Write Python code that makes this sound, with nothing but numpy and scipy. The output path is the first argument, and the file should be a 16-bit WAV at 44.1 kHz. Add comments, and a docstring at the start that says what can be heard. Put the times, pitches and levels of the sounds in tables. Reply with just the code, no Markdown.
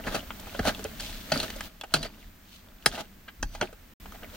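"""Quick blows and a gritty scrape: a small, wooden-handled steel pick digs into a shale bank outdoors.
Each impact crushes rock for a few milliseconds and excites the damped modes of the pick; friction
drags the blade through grit, and loose flakes clatter. Light wind rumbles over a faint hiss.
All sound drops out briefly before a last, quieter raking of rubble."""
import sys
import numpy as np
from scipy import signal
from scipy.fft import rfft, irfft, next_fast_len
from scipy.io import wavfile
from scipy.ndimage import uniform_filter1d

SR = 44100
rng = np.random.default_rng(int(sys.argv[2]) if len(sys.argv) > 2 else 0)


def generate_wav(signal):
    """Clip the signal to [-1, 1] and save it as 16-bit WAV at the path in sys.argv[1]."""
    frames = np.transpose(np.atleast_2d(signal))
    scaled = np.clip(frames, -1, 1) * 32767
    pcm = np.round(scaled).astype(np.int16)
    wavfile.write(sys.argv[1], SR, pcm)


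N = 192672
TIME = np.arange(N) / SR

# background level, stepping down midway and partly back up near the end: time_s, level_db
BACKGROUND_CURVE = [(0, -49), (1.675, -47), (1.69, -57.5), (2.6, -57.5), (3.95, -57), (4.0, -51.5),
                    (4.37, -51.5)]
# low gusts of air, most of them around a swing of the pick: peak_s, level_db
WIND_GUSTS = [(0.09, -39.5), (0.63, -35), (0.87, -40), (1.19, -61), (1.36, -41), (1.97, -38.5), (2.23, -47),
              (2.88, -43.5), (3.44, -34.5), (4.07, -44)]
# spectral envelopes of wind, rustle, hiss, grinding and sand: frequency_hz, density_db
WIND_SPECTRUM = [(18, -3), (33, 3.5), (55, -5), (85, -4), (130, -17.5), (220, -19)]
RUSTLE_SPECTRUM = [(70, -23), (130, -9), (200, 4.5), (290, -2.5), (420, -16), (700, -51)]
HISS_SPECTRUM = [(300, 0), (900, -2), (1700, 0), (3500, -7), (7000, -10.5), (11000, -15), (12200, -14.5),
                 (13400, -4), (15500, -5.5)]
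DRAG_SPECTRUM = [(150, 3.5), (400, -5.5), (600, 2.5), (800, -2), (1050, -14.5), (1350, -4.5), (1620, -3),
                 (2000, -12.5), (2800, -23)]
SAND_SPECTRUM = [(1200, -14.5), (1900, -9), (3000, 2.5), (4200, 1), (5200, -4.5), (6200, -4), (7500, -9.5),
                 (10000, -10.5), (15500, -12.5)]
# grit and sand trickling down the face, relative to the background: time_s, level_db
TRICKLE_CURVE = [(0, -7), (0.3, -5), (0.55, 3), (0.8, 2), (1.25, -14), (2.15, 0), (2.4, -18.5), (3.8, -7),
                 (4.37, -13)]
# loose stones knocking: start_s, level_db, pitch_hz, edge_db, contact_s
STONE_IMPACTS = [(0.037, -45, 2510, -23, 0.0039), (0.226, -44, 550, -15, 0.0038),
                 (0.305, -34, 1380, -42, 0.00088), (0.398, -45.5, 4140, 22, 0.0028),
                 (0.468, -40.5, 745, -13, 0.0082), (0.548, -34, 555, -25, 0.0031),
                 (0.652, -27.5, 635, -13, 0.0025), (0.67, -22.5, 580, -31, 0.014),
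                 (0.692, -28.5, 1620, -16, 0.0011), (0.7475, -39, 3140, -10, 0.0013),
                 (0.792, -38.5, 426, -7, 0.0026), (0.8415, -36, 8900, 12, 0.0016),
                 (0.849, -30, 437, -36, 0.0009), (0.853, -32, 566, -22, 0.001),
                 (0.996, -35, 4370, -7, 0.0053), (1.005, -36.5, 2800, 3, 0.0027),
                 (1.358, -31.5, 1390, -12, 0.00082), (1.428, -33, 4250, -6, 0.0035),
                 (1.5025, -36.5, 3100, -4.5, 0.0015), (1.559, -38.5, 556, -5, 0.0073),
                 (1.607, -32, 1710, -6.5, 0.0017), (1.811, -36, 3160, -6.5, 0.0022),
                 (1.835, -34.5, 777, -14.5, 0.0051), (1.966, -35.5, 1530, -20, 0.003),
                 (2.951, -40, 2900, -19, 0.0029), (2.972, -31.5, 820, -23, 0.022),
                 (3.278, -39, 1580, -25, 0.011), (3.548, -37, 830, -9, 0.0054),
                 (3.622, -25.5, 750, -19, 0.0057), (3.627, -28.5, 373, -30, 0.0014),
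                 (3.726, -44.5, 505, -11, 0.0058), (4.057, -42.5, 796, -22, 0.0026),
                 (4.121, -45, 1310, -7, 0.0016), (4.145, -47, 720, -13, 0.012),
                 (4.222, -48, 412, -25, 0.015)]
# earth yielding under heavy blows: start_s, level_db, first_hz, settled_hz, t60_s
EARTH_THUMPS = [(0.6, -18.5, 427, 45.8, 0.071), (0.66, -28.5, 55, 43.6, .25),
                (1.321, -25, 185, 150.5, 0.14), (1.943, -28, 260, 150.2, 0.27),
                (2.863, -26.5, 218, 128.5, 0.082), (3.442, -27, 61, 32, 0.55)]
# strokes of the blade through grit, loudest as the rock gives: peak_s, rise_s, fall_s, pressure_db, sand_db
BLADE_STROKES = [(0.0, 0.02, 0.01, -33, -52), (0.069, 0.04, 0.11, -33.5, -42.5),
                 (0.158, 0.087, 0.057, -30.5, -35), (0.682, 0.045, 0.033, -21.5, -25.5),
                 (1.02, 0.061, 0.45, -50, -40.5), (1.344, 0.061, 0.24, -35.5, -36),
                 (1.434, 0.04, 0.06, -34, -38), (1.655, 0.1, 0.049, -52, -45),
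                 (1.964, 0.039, 0.027, -32.5, -34.5), (2.057, 0.11, 0.026, -37, -41.5),
                 (2.2, 0.098, 0.25, -61.5, -59.5), (2.551, 0.16, 0.11, -66, -52),
                 (2.65, 0.059, 0.2, -58.5, -76), (2.954, 0.12, 0.096, -39, -42),
                 (3.01, 0.053, 0.012, -35.5, -37.5), (3.546, 0.042, 0.056, -48, -47.5),
                 (3.635, 0.06, 0.069, -39, -47), (4.151, 0.05, 0.018, -50.5, -55.5),
                 (4.238, 0.034, 0.043, -42, -65), (4.354, 0.059, 0.021, -45.5, -48)]
# modes of the whole pick, handle low and steel head high: pitch_hz, bandwidth_hz, level_db
PICK_MODES = [(574, 40, 0.5), (823, 79, 9.5), (1323, 143, 2), (1640, 270, 7.5), (2000, 250, -4.5),
              (2607, 33, 11.5), (3010, 520, 3), (3225, 68, 15.5), (4120, 56, 8), (4620, 89, 13.5),
              (5970, 200, 1), (6600, 240, -7), (7650, 86, -3.5), (8810, 90, 8), (9700, 90, 8)]
# free vibration of the steel head: pitch_hz, bandwidth_hz, level_db
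HEAD_MODES = [(2920, 33, -22), (4100, 60, -17.5), (4650, 130, 6), (4470, 50, 3), (5100, 50, -15),
              (6000, 50, -15), (9030, 70, -8)]
# the head levered in a tight crack: start_s, length_s, level_db, favoured_hz
LEVER_PULLS = [(1.947, 0.12, -49.5, 4850), (3.441, 0.13, -63, 5750)]
# blows of the pick: start_s, thud_db, knock_db, crack_db, chip_db, crush_s, crumble_share, slab_hz, ring_db
PICK_BLOWS = [(0.068, -33.5, -31.5, -42, -50, 0.017, 0.22, 1660, -63),
              (0.144, -32, -29, -33, -38.5, 0.015, 0.054, 760, -58),
              (0.591, -29, -28.5, -37.5, -49, 0.0068, 0.053, 748, -67),
              (1.3171, -41, -23, -25.5, -37.5, 0.007, 0.58, 540, -30.5),
              (1.399, -64, -39, -28.5, -39.5, 0.0045, 0.076, 4100, -55),
              (1.9378, -30, -22.5, -19, -25, 0.0038, 0.23, 1410, -35),
              (2.028, -46, -43, -35, -43, 0.0028, 0.12, 4370, -45),
              (2.859, -32.5, -20, -18, -21, 0.0032, 0.077, 4960, -56),
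              (3.4265, -36, -31, -32.5, -39.5, 0.0045, 0.039, 6040, -51.5),
              (3.6108, -35, -26.5, -30.5, -46, 0.0045, 0.1, 830, -55)]


def from_db(db):
    """Decibels to amplitude ratio."""
    return 10 ** (np.asarray(db) / 20)


def unit_rms(x):
    """Normalise power to rms 1."""
    return x / np.sqrt(np.mean(x ** 2) + 1e-20)


def unit_burst(x):
    """Normalise energy to that of ten milliseconds at rms 1."""
    return x / np.sqrt(np.sum(x ** 2) / (SR / 100) + 1e-20)


def curve_db(rows):
    """Linear interpolation of a level curve at every sample."""
    return np.interp(TIME, *np.transpose(rows))


def swell(peak_s, rise_s, fall_s):
    """Exponential growth and decay, in dB: up 20 dB in rise_s, down 20 dB in fall_s."""
    return -20 * np.maximum((peak_s - TIME) / rise_s, (TIME - peak_s) / fall_s)


def power_sum(levels_db):
    """Incoherent sounds add in power; their joint level in dB."""
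    return 10 * np.log10(sum(10 ** (np.maximum(db, -150) / 10) for db in levels_db))


def add(out, start_s, x):
    """Superpose a short sound at start_s."""
    at = max(0, round(start_s * SR))
    out[..., at:at + x.shape[-1]] += x[..., :N - at]


def band(x, hz, kind="band", order=2):
    """Butterworth filtering."""
    sos = signal.butter(order, np.clip(hz, 10, .45 * SR), kind, fs=SR, output="sos")
    return signal.sosfilt(sos, x + 1e-18)


def resonance(x, hz, width_hz):
    """Forced response of one damped mode, gain 1 at its peak."""
    radius = np.exp(-np.pi * width_hz / SR)
    angle = 2 * np.pi * min(hz, 18000) / SR
    gain = (1 - radius ** 2) / 2
    return signal.lfilter([gain, 0, -gain], [1, -2 * radius * np.cos(angle), radius ** 2], x + 1e-18)


def coloured(x, spectrum):
    """Spectral shaping by an envelope that rolls off beyond its ends; rms 1."""
    hz, db = np.transpose(spectrum)
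    size = next_fast_len(N)
    log_hz = np.log(np.fft.rfftfreq(size, 1 / SR) + 1)
    beyond = abs(log_hz - np.clip(log_hz, np.log(hz[0]), np.log(hz[-1])))
    gain = from_db(np.interp(log_hz, np.log(hz), db) - 24 * beyond)
    return unit_rms(irfft(rfft(x, size) * gain, size)[..., :N])


def fractures(per_s, spread_db, size):
    """A Poisson process of tiny breaks, of random sign and uneven strength."""
    strength = from_db(spread_db * np.minimum(rng.exponential(1, size), 3.5))
    return (rng.random(size) < per_s / SR) * strength * rng.choice([-1, 1], size)


def wide(pair, side_db):
    """Two uncorrelated signals, as middle and side, give stereo width."""
    return pair[0] + from_db(side_db) * pair[1] * np.array([[1], [-1]])


def noise(level_db, spectrum, side_db):
    """Gaussian stereo noise, amplitude-modulated by a level curve."""
    return from_db(level_db) * unit_rms(wide(coloured(rng.standard_normal((2, N)), spectrum), side_db))


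def surroundings():
    """Three noise bands superpose: gusting wind, earth settling after each stroke, and hiss."""
    background_db = curve_db(BACKGROUND_CURVE)
    gusts_db = [db + swell(peak_s, rise_s=0.062, fall_s=0.19) for peak_s, db in WIND_GUSTS]
    settling_db = [pressure_db - 22.5 + swell(peak_s, rise_s=0.04, fall_s=0.57)
                   for peak_s, _, _, pressure_db, _ in BLADE_STROKES]
    wind = noise(power_sum([background_db + 2] + gusts_db), WIND_SPECTRUM, side_db=-18.5)
    rustle = noise(power_sum([background_db - 3.5] + settling_db), RUSTLE_SPECTRUM, side_db=-12.5)
    return wind + rustle + noise(background_db, HISS_SPECTRUM, side_db=-2.5)


def bank_echo(x, echo_db=-12.0, t60_s=0.056, dull_hz=5500):
    """Diffuse reflection in the bank's rough hollow gives a short, dull echo, different on each side."""
    t = TIME[:SR // 5]
    scatter = rng.standard_normal((2, len(t))) * from_db(-60 * t / t60_s) * (t > .003)
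    scatter = band(scatter, dull_hz, "low", order=1)
    scatter /= np.sqrt(np.sum(scatter ** 2, axis=1, keepdims=True))
    return x + from_db(echo_db) * signal.fftconvolve(x, scatter, axes=1)[:, :N]


def from_left(x, lag_samples=1.714, shadow_db=0.5, shadow_hz=3000, scatter_db=-5.5):
    """Path difference and shadowing: sound from slightly left reaches the right later and duller."""
    size = next_fast_len(N)
    hz = np.fft.rfftfreq(size, 1 / SR)
    tilt = from_db(shadow_db / 2 * hz ** 2 / (hz ** 2 + shadow_hz ** 2))
    paths = np.array([tilt, np.exp(-2j * np.pi * hz * lag_samples / SR) / tilt])
    # the shortest waves also glance off nearby stones, differently for each side
    glances = rfft(rng.standard_normal((2, 96)) / np.sqrt(96), size)
    paths += from_db(scatter_db) * glances * hz ** 4 / (hz ** 4 + 10000 ** 4)
    return irfft(rfft(x, size) * paths, size)[:, :N]


def crumbs(pressure_db, per_s=50, level_db=-4.0, damping=0.13):
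    """Small clods roll off as the blade works, each a heavily damped resonator with a dull pitch."""
    pitches = np.geomspace(450, 3400, num=14)
    clods = sum(resonance(fractures(per_s / len(pitches), 1.8, N), hz, hz * damping) / hz ** 0.17
                for hz in pitches)
    stirred_db = uniform_filter1d(np.minimum(pressure_db, -44), size=1500)
    return from_db(stirred_db + level_db) * unit_rms(band(clods, 4900, "low"))


def soil(fall_s=0.057):
    """Earth loosened by each blow slumps in many soft impacts, heard as low shot noise."""
    out, t = np.zeros(N), TIME[:SR // 4]
    for start_s, _, knock_db, _, _, _, crumble_share, *_ in PICK_BLOWS:
        clods = fractures(1300, 1.8, len(t)) * t * np.exp(-2 * t / fall_s)
        add(out, start_s, crumble_share * from_db(knock_db) * unit_burst(band(clods, [110, 340])))
    return out


def spray(fall_s=0.015, level_db=-9.5):
    """Fine chips fly off each blow and pepper the rock, heard as high shot noise."""
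    out, t = np.zeros(N), TIME[:SR // 8]
    for start_s, _, _, _, chip_db, *_ in PICK_BLOWS:
        chips = fractures(6000, 1.5, len(t)) * t * np.exp(-2 * t / fall_s)
        add(out, start_s, from_db(chip_db + level_db) * unit_burst(band(chips, [4500, 9500])))
    return out


def stones(damping=0.11, bed_db=4.5, rattle_s=0.0085, rattle_share=0.011):
    """Impact on a rough face excites a flake's plate modes, which decay in a few cycles."""
    out, t = np.zeros(N), TIME[:SR // 12]
    for start_s, db, hz, edge_db, contact_s in STONE_IMPACTS:
        landing = t / contact_s * np.exp(-2 * t / contact_s)
        force = fractures(6000, 1.26, len(t)) * (landing + rattle_share * np.exp(-t / rattle_s))
        ring = sum(from_db(mode_db) * unit_burst(resonance(force, hz * ratio, hz * ratio * damping))
                   for ratio, mode_db in [(1, 7), (1.62, -23), (2.4, -19)])
        bed = unit_burst(band(pick(force, direct_db=-3.0), [340, 4200]))   # the rubble and blade it hits
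        body = band(ring + from_db(bed_db) * bed, 1800 + 1.07 * hz, "low", order=3)   # big flakes: soft
        edge = unit_burst(band(band(force, 4000, "high"), 8300, "low", order=1))
        add(out, start_s, from_db(db) * unit_burst(unit_burst(body) + from_db(edge_db) * edge))
    return out


def thumps(rise_s=0.00091, settle_s=0.0049):
    """Heavy blows set the soft bank in damped oscillation, sinking in pitch as the earth yields."""
    out, t = np.zeros(N), TIME[:SR // 3]
    for start_s, db, first_hz, settled_hz, t60_s in EARTH_THUMPS:
        hz = settled_hz + (first_hz - settled_hz) * np.exp(-t / settle_s)
        envelope = from_db(db - 60 * t / t60_s) * (1 - np.exp(-t / rise_s))
        add(out, start_s, envelope * np.sin(2 * np.pi * np.cumsum(hz) / SR))
    return out


def effort():
    """Levels of grinding and of sliding sand in dB: each stroke adds its power to a trickle that rises and
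    falls over time."""
    trickle_db = curve_db(BACKGROUND_CURVE) + curve_db(TRICKLE_CURVE)
    pressure, sand = [trickle_db - 3.6], [trickle_db - 4.35]
    for peak_s, rise_s, fall_s, pressure_db, sand_db in BLADE_STROKES:
        shape_db = swell(peak_s, rise_s, fall_s)
        pressure.append(pressure_db + shape_db)
        sand.append(sand_db + shape_db)
    return power_sum(pressure), power_sum(sand)


def grains(level_db, base_per_s):
    """Two trains of shot noise, scaled for even power: a harder push breaks more grains each second."""
    rate = from_db(0.2 * (level_db + 45))
    return np.array([fractures(base_per_s * rate, 5.05, N) for _ in range(2)]) / np.sqrt(rate)


def drag(pressure_db, sand_db):
    """Friction over coarse grit drives the pick's modes, while fine sand slides off the face."""
    shaken = pick(grains(pressure_db, base_per_s=2400), direct_db=20.5)
    grinding = wide(coloured(shaken, DRAG_SPECTRUM), side_db=-10.5)
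    sliding = wide(coloured(grains(sand_db, base_per_s=4500), SAND_SPECTRUM), side_db=-2.5)
    return from_db(pressure_db) * grinding + from_db(sand_db) * sliding


def singing(release_s=0.008, focus_octaves=0.17):
    """Stick-slip of the wedged tip sustains the head's modes, above all those near one pitch."""
    out, t = np.zeros(N), TIME[:SR // 4]
    for start_s, length_s, db, favoured_hz in LEVER_PULLS:
        slips = fractures(3000, 1.5, len(t)) * np.exp(-np.maximum(t - length_s, 0) / release_s)
        ring = np.zeros(len(t))
        for hz, width_hz, mode_db in HEAD_MODES:
            coupling = np.exp(-(np.log2(hz / favoured_hz) / focus_octaves) ** 2)
            ring += from_db(mode_db) * coupling * resonance(slips, hz, width_hz)
        add(out, start_s, from_db(db) * unit_rms(ring) * np.sqrt(length_s / t[-1]))
    return out


def pick(force, direct_db, min_width_hz=100):
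    """Modal superposition: the bare contact plus modes of alternating sign, damped by hands and rock."""
    modes = [from_db(db) * resonance(force, hz, max(width_hz, min_width_hz))
             for hz, width_hz, db in PICK_MODES]
    return from_db(direct_db) * force + sum(modes[::2]) - sum(modes[1::2])


def blows(rise_s=0.00098, crumble_s=0.013, slab_damping=0.12, chatter_s=0.033):
    """Brittle fracture under the tip: a dense volley of breaks, then crumbling, rings pick and slab."""
    out, t = np.zeros(N), TIME[:SR // 4]
    registers_hz = [(110, 420), (420, 2000), (2000, 7000), (7000, 17000)]
    for start_s, *levels_db, crush_s, crumble_share, slab_hz, ring_db in PICK_BLOWS:
        crush = unit_rms(fractures(10000, 3.8, len(t))) * np.exp(-(t / crush_s) ** 1.76)
        debris = unit_rms(fractures(1300, 3.0, len(t))) * np.exp(-t / crumble_s)
        force = (crush + crumble_share * from_db(-4.5) * debris) * (1 - np.exp(-t / rise_s))
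        slab = from_db(11.5) * resonance(force, slab_hz, slab_hz * slab_damping)
        splinters = from_db(-24.0) * band(force, 9700, "high")
        impact = pick(force, direct_db=-4.0) + slab + splinters
        # how deep the tip bites decides the balance of thud, knock, crack and chip
        for edges_hz, db in zip(registers_hz, levels_db):
            add(out, start_s, from_db(db) * unit_burst(band(impact, edges_hz, order=3)))
        # the steel clinks on unevenly while it chatters against the rock
        chatter = fractures(640, 7.6, len(t)) * np.exp(-t / chatter_s)
        clink = sum(from_db(db) * unit_burst(resonance(chatter, hz, width_hz))
                    for hz, width_hz, db in HEAD_MODES)
        add(out, start_s, from_db(ring_db) * unit_burst(clink))
    return out


def scene():
    """Superposition of tool and debris, their echo from the bank, thumps and surroundings."""
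    pressure_db, sand_db = effort()
    tool = from_db(1.4) * blows() + singing() + from_db(-2.0) * drag(pressure_db, sand_db)
    debris = spray() + soil() + from_db(-1.0) * stones() + crumbs(pressure_db)
    return from_left(bank_echo(tool + debris)) + thumps() + surroundings()


def record(dry):
    """Gating silences the sound for a moment; a steep low-pass removes the highest treble."""
    silent_from_s, silent_to_s, cutoff_hz = 3.937, 4.0, 15900
    gate = uniform_filter1d(1.0 * ((TIME < silent_from_s) | (TIME > silent_to_s)), size=64)
    return signal.sosfilt(signal.ellip(10, .2, 70, cutoff_hz, fs=SR, output="sos"), dry * gate)


dry = scene()
out = record(dry)
generate_wav(out)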